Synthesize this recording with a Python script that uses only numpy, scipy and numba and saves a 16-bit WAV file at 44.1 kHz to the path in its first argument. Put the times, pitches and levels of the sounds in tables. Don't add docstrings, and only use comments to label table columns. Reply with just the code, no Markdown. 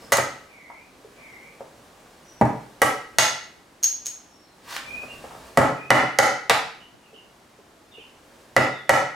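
import sys
import numpy as np
from scipy import signal
from scipy.fft import rfft, irfft, next_fast_len
from scipy.io import wavfile
from numba import njit

SR = 44100
rng = np.random.default_rng(int(sys.argv[2]) if len(sys.argv) > 2 else 0)


def put_to_file(sound):
    columns = np.atleast_2d(sound).T
    safe = np.clip(columns, -1, 1)
    whole_steps = np.round(safe * 32767)
    wavfile.write(sys.argv[1], SR, whole_steps.astype(np.int16))


N = 403508
RING = np.arange(SR // 4) / SR
CLINK_HZ = 7500

# f/Hz, level/dB, t60/s
BENCH_MODES = [(98, -1.5, 0.11), (135.1, 3, 0.15), (174.7, -10.5, 0.27), (210, -4, 0.2), (266.7, -1, 0.12),
               (308, -3.5, 0.15), (391, 2, .13), (439, -0.5, 0.11)]
# f/Hz, level/dB, t60/s
RAIL_MODES = [(541, -1, 0.026), (624.3, -8.5, 0.13), (748, 3.5, 0.031), (854, -5, 0.086), (878, -1.5, 0.03),
              (1044, -6.5, 0.046), (1268, 0, 0.039), (1343, -1, 0.047)]
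# f/Hz, level/dB per Hz
KNOCK_SPECTRUM = [(30, -47), (90, -17), (200, -12), (330, -8), (500, 3), (900, -0.5), (1600, -1),
                  (2300, -2), (3300, -12), (8000, -6.5)]


def undb(db):
    return 10 ** (np.asarray(db) / 20)


def along(points, hz):
    f, value = np.transpose(points)
    return np.interp(np.log(hz + 1), np.log(f), value)


def fade(t, t60):
    return np.exp(-np.log(1000) * t / t60)


def swell(seconds):
    return 1 - np.exp(-RING / seconds)


def unit(x):
    return x / np.sqrt(np.sum(x ** 2))


def colour(x, spectrum):
    hz = np.fft.rfftfreq(len(x), 1 / SR)
    return irfft(rfft(x) * undb(along(spectrum, hz)), len(x))


def around(x, hz, slope_db):
    octaves = np.log2((np.fft.rfftfreq(len(x), 1 / SR) + 1) / hz)
    return irfft(rfft(x) * undb(-slope_db * np.abs(octaves)), len(x))


def noise(spectrum, size):
    x = colour(rng.standard_normal(next_fast_len(size)), spectrum)[:size]
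    return x / x.std()


def walk(rate, size):
    t = np.arange(size) / SR * rate
    return np.interp(t, np.arange(8192), rng.standard_normal(8192))


def add(track, s, x):
    i = int(s * SR)
    track[i:i + len(x)] += x[:N - i]


def stereo(mid, side):
    # f/Hz, level/dB
    side_spectrum = [(30, -13.5), (70, -25), (130, -16.5), (400, -10), (1200, -5), (2500, -4.5), (5000, -6),
                     (12000, -9)]
    side = colour(side, side_spectrum)
    return np.array([mid + side, mid - side])


def ring(modes, detune=0.0069, scatter_db=-1.0):
    hz, db, t60 = np.transpose(modes)[:, :, None]
    shift, size, sign = rng.standard_normal((len(modes), 3)).T[:, :, None]
    phase = 2 * np.pi * hz * (1 + detune * shift) * RING
    waves = np.cos(phase) * fade(RING, t60) / np.sqrt(t60)
    return unit(np.sum(np.sign(sign) * undb(db + scatter_db * size) * waves, axis=0))


def burst(spectrum, t60):
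    return unit(noise(spectrum, len(RING)) * fade(RING, t60))


def contact(x, hz):
    return signal.sosfilt(signal.butter(2, min(hz, SR / 3), fs=SR, output="sos"), x)


def radiate(x, hz):
    return signal.sosfilt(signal.butter(2, hz, "high", fs=SR, output="sos"), x)


def shop_air():
    # f/Hz, level/dB per Hz
    air_spectrum = [(25, -17.5), (55, -8.5), (140, -8), (290, -3), (450, -7), (800, -7.5), (2500, -18),
                    (7000, -23.5), (12000, -29.5), (16000, -38)]
    air = stereo(noise(air_spectrum, N), noise(air_spectrum, N))
    return air * undb(-54.5 + 0.6 * walk(4.7, size=N))


def reflections(build_s=0.00033, early_db=-1):
    # f/Hz, t60/s
    room_t60 = [(100, 0.38), (300, 0.4549), (800, 0.4317), (2000, 0.5223), (5000, 0.48), (9000, 0.37),
                (15000, 0.26)]
    hz, t, cells = signal.stft(rng.standard_normal(SR * 3 // 4), SR, nperseg=256)
    tail = signal.istft(cells * fade(t, along(room_t60, hz)[:, None]), SR)[1]
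    t = np.arange(len(tail)) / SR
    early = undb(early_db) * contact(rng.standard_normal(len(t)), hz=2560) * fade(t, t60=0.16)
    return (tail + early) * (1 - np.exp(-t / build_s)) / np.sqrt(np.sum(tail ** 2))


def note(length_s, hz, glide, rough, scoop=0):
    n = max(int(length_s * SR), 512)
    place = np.linspace(-1, 1, n)
    octaves = glide * length_s * place / 2 + scoop * place ** 2
    pitch = hz * 2 ** octaves * (1 + 0.135 * rough * walk(500, size=n))
    return signal.windows.tukey(n, .4) * np.sin(2 * np.pi * np.cumsum(pitch) / SR)


def birds():
    # t/s, length/s, f/Hz, glide/(octaves/s), level/dB
    whistles = [(0, 0.057, 5200, 0.33, -54), (2.222, 0.26, 5770, -0.18, -52.5),
                (4.245, 0.22, 5520, -0.36, -59.5), (4.4, .16, 4190, -0.78, -66),
                (4.847, 0.15, 2455, 0.65, -34), (5.752, 0.11, 2475, 1.1, -40),
                (8.691, 0.13, 3600, -1.54, -49)]
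    # t/s, length/s, f/Hz, level/dB
    chips = [(5.077, 0.039, 2800, -38.5), (6.792, 0.048, 2914, -49.5), (7.02, 0.063, 2690, -56.5),
             (7.127, 0.066, 2894, -49), (7.906, 0.049, 3520, -53), (7.922, 0.067, 2745, -46),
             (7.99, 0.044, 2955, -46.5)]
    # t/s, level/dB
    scoops = [(.45, -50), (1.125, -48)]
    out = np.zeros(N)
    for s, length_s, hz, glide, db in whistles:
        add(out, s, undb(db) * note(length_s, hz, glide, rough=0.094))
    for s, length_s, hz, db in chips:
        add(out, s, undb(db) * note(length_s, hz, glide=-2.54, rough=0.34))
    for s, db in scoops:
        add(out, s, undb(db) * note(length_s=.41, hz=2120, glide=0, rough=0.39, scoop=.32))
    return out


def gesture(s, hold_s, rise_db_per_s, fall_db_per_s):
    t = np.arange(N) / SR - s
    return undb(rise_db_per_s * np.minimum(t, 0) - fall_db_per_s * np.maximum(t - hold_s, 0))


def sleeve():
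    # f/Hz, level/dB per Hz
    cloth_spectrum = [(30, -11), (60, -4), (300, -1), (650, -4), (1200, -8.5), (1900, -12.5), (4000, -16.5),
                      (9000, -20.5), (16000, -29)]
    # t/s at the end of the swell, hold/s, level/dB
    arm_moves = [(0, 0.02, -49), (1.186, 1.94, -57), (4.908, 0.54, -48.5), (8.344, 0.066, -57.5)]
    arm = sum(undb(db) * gesture(s, hold_s, rise_db_per_s=41.5, fall_db_per_s=26.5)
              for s, hold_s, db in arm_moves)
    return noise(cloth_spectrum, N) * undb(0.83 * walk(32, size=N)) * arm


def wood_scrape():
    # f/Hz, level/dB per Hz
    scrape_spectrum = [(200, -29), (600, -8.5), (1000, 1.5), (2400, -4), (4500, -6), (8000, -13),
                       (15000, -19.5)]
    stroke = undb(-37.5) * gesture(s=4.708, hold_s=0.055, rise_db_per_s=319, fall_db_per_s=480)
    return noise(scrape_spectrum, N) * undb(1.4 * walk(400, size=N)) * stroke


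def advance(cut_s):
    return np.exp(-(RING / cut_s) ** 2) * undb(3 * walk(500, size=len(RING)))


def snap(spread_s=0.0013):
    hz = np.fft.rfftfreq(len(RING), 1 / SR)
    delay = spread_s * (.5 + np.abs(walk(300, size=len(hz))))
    return irfft(np.exp(-2j * np.pi * np.cumsum(delay) * hz[1]), len(RING))


def crack(crack_hz):
    # f/Hz, level/dB per Hz
    fibre_spectrum = [(300, 5), (1200, 4), (2800, 6.5), (5600, 2), (7500, 0.5), (10000, -0.5), (13000, -2),
                      (16000, -12)]
    click = around(colour(snap(), fibre_spectrum), crack_hz, slope_db=4.5)
    click = unit(click * fade(RING, t60=.1))
    fibres = around(noise(fibre_spectrum, len(RING)), crack_hz, slope_db=5.5)
    tearing = unit(contact(fibres, hz=9700) * advance(cut_s=.026))
    return click + undb(-4.0) * tearing


def edge(blade_db, crack_db, crack_hz):
    # f/Hz, level/dB, t60/s
    blade_modes = [(4200, -9.5, 0.011), (5500, -6.5, 0.0079), (5830, -7, 0.0067), (5930, -2, 0.024),
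                   (6445, 8.5, 0.0277), (6560, 10.5, 0.029), (7950, -23, .008), (12000, -6, .025)]
    return undb(crack_db) * crack(crack_hz) + undb(blade_db) * ring(blade_modes, detune=0.0014)


def tap(hz, width_hz):
    wood = ring(RAIL_MODES) + ring(BENCH_MODES) + burst(KNOCK_SPECTRUM, t60=0.09)
    b, a = signal.iirpeak(hz, hz / width_hz, fs=SR)
    return unit(signal.lfilter(b, a, wood * swell(0.00053)))


def taps():
    # t/s, level/dB, f/Hz, bandwidth/Hz
    touches = [(0.7, -13, 980, 110), (1.044, -14.5, 433, 60), (1.606, -9, 550, 260),
               (5.033, -12.5, 714, 500), (5.241, -10, 880, 600), (5.308, -13.5, 1050, 704),
               (5.349, -14.5, 900, 600), (7.129, -18.5, 430, 60), (7.586, -21.5, 419, 60),
               (7.975, -18.5, 470, 90)]
    out = np.zeros(N)
    for s, level_db, hz, width_hz in touches:
        add(out, s, undb(level_db) * tap(hz, width_hz))
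    return out


def clinks():
    # t/s of the hit, blade level/dB, crack level/dB
    hits = [(.1275, 2.5, -8), (3.834, 12, -6), (4.059, -1.5, -15)]
    # t/s from the hit, level/dB
    arrivals = [(-.0055, -14.5), (0, -2), (.008, 0), (.0225, -21)]
    out = np.zeros(N)
    for s, blade_db, crack_db in hits:
        for lag_s, arrival_db in arrivals:
            add(out, s + lag_s, undb(arrival_db) * edge(blade_db, crack_db, CLINK_HZ))
    return out


def bump():
    # f/Hz, level/dB per Hz
    thud_spectrum = [(30, -33), (60, -12.5), (130, 5.5), (195, 0), (270, 2.5), (442, -11.5), (740, -0.5),
                     (1020, -5.5), (1200, -15.5), (2070, -20), (3200, -39), (6000, -52), (14000, -70)]
    tick = undb(-16) * crack(CLINK_HZ)
    thud = undb(21) * burst(thud_spectrum, t60=.08) * swell(.0015)
    bench = undb(16.5) * ring(BENCH_MODES) * swell(0.0086)
    out = np.zeros(N)
    add(out, 2.4118, tick + thud + bench)
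    return out


def fibre_snaps():
    # t/s, level/dB, f/Hz
    snaps = [(0.126, 4.5, 7460), (0.1364, -5, 7500), (0.1696, -1.5, 7700), (2.453, -23, 9040),
             (4.764, -4, 1650)]
    out = np.zeros(N)
    for s, level_db, hz in snaps:
        add(out, s, undb(level_db) * crack(hz))
    return out


def knock(cutoff_hz, bench_db, handle_db, cut_s):
    # f/Hz, level/dB, t60/s
    handle_modes = [(1436, -5.5, 0.04), (1750, -0.5, 0.013), (1899, -1.5, 0.062), (1961, 8.5, 0.027),
                    (2089, 3, 0.018), (2160, -11, 0.027), (2650, -7, 0.014), (2931, 0, 0.042)]
    # f/Hz, level/dB per Hz
    thump_spectrum = [(30, -41), (55, -12), (95, -2), (170, -7.5), (270, 9), (400, 0.5), (800, -29.5)]
    judder = unit(noise(KNOCK_SPECTRUM, len(RING)) * advance(cut_s))
    wood = undb(-0.9) * ring(RAIL_MODES) + judder + undb(handle_db) * ring(handle_modes)
    bench = ring(BENCH_MODES) + undb(-7.5) * burst(thump_spectrum, t60=0.23)
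    return contact(wood * swell(0.0016) + undb(bench_db) * bench * swell(0.012), cutoff_hz)


def mallet_blows():
    # t/s, force level/dB, contact cut-off f/Hz, bench level/dB,
    # crack level/dB, crack f/Hz, blade level/dB, length of cut/s
    blows = [(0.1206, 14.5, 2140, -17.5, -12, 9500, -36, 0.036),
             (0.1826, 13.5, 1530, -9, -40, 6000, -48, 0.015),
             (2.8176, 21.5, 2000, -12.5, -15, 10200, -55, 0.016),
             (3.1849, 18, 2800, -13.5, -2, 4740, -2, 0.014),
             (5.5728, 23.5, 1490, -0.5, -20.5, 6800, -60, 0.055),
             (5.9043, 26.5, 2230, -6.5, -18.5, 5540, -41, 0.035),
             (6.1873, 23, 2300, -12.5, -12, 5390, -17, 0.013),
             (6.4963, 19, 2660, -15.5, -8, 3500, -26, 0.021),
             (8.5644, 22, 2000, -5.5, -19.5, 5060, -44, 0.026),
             (8.8931, 23.5, 2230, -8.5, -15, 5700, -40, 0.018)]
    out = np.zeros(N)
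    for s, force_db, cutoff_hz, bench_db, crack_db, crack_hz, blade_db, cut_s in blows:
        handle_db = -1 + 3.5 * np.log2(cutoff_hz / 2000)
        wood = knock(cutoff_hz, bench_db, handle_db, cut_s)
        add(out, s, undb(force_db) * (wood + edge(blade_db, crack_db, crack_hz)))
    return out


def scene():
    struck = taps() + clinks() + bump() + fibre_snaps() + mallet_blows()
    near = radiate(struck, hz=55) + sleeve() + wood_scrape()
    room = stereo(reflections(), reflections())
    sent = undb(-2.0) * near + birds()
    echo = signal.fftconvolve(sent[None], room, axes=1)[:, :N]
    lean_db = -0.33
    balance = undb(np.array([[lean_db], [-lean_db]]) / 2)
    return (near + echo) * balance + shop_air()


@njit
def ducking(over_db, attack, release):
    out, held = np.zeros(len(over_db)), 0.
    for i in range(len(over_db)):
        held += (over_db[i] + 1e-9 - held) * (attack if over_db[i] > held else release)
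        out[i] = held
    return out


def gain_control(x, ceiling_db, attack_s, release_s, lag_s=0):
    over_db = np.maximum(20 * np.log10(np.abs(x).max(axis=0) + 1e-9) - ceiling_db, 0)
    down_db = ducking(over_db, 1 - np.exp(-1 / (attack_s * SR)), 1 / (release_s * SR))
    t = np.arange(N) / SR
    return x * undb(-np.interp(t - lag_s, t, down_db))


def record(dry):
    held = gain_control(dry, ceiling_db=-12, attack_s=0.0077, release_s=0.011, lag_s=0.013)
    held = gain_control(held, ceiling_db=-4.0, attack_s=.0001, release_s=0.012)
    rounded = held / (1 + held ** 4) ** (1 / 4)
    return signal.sosfilt(signal.ellip(8, .2, 90, 16000, fs=SR, output="sos"), rounded)


dry = scene()
out = record(dry)
put_to_file(out)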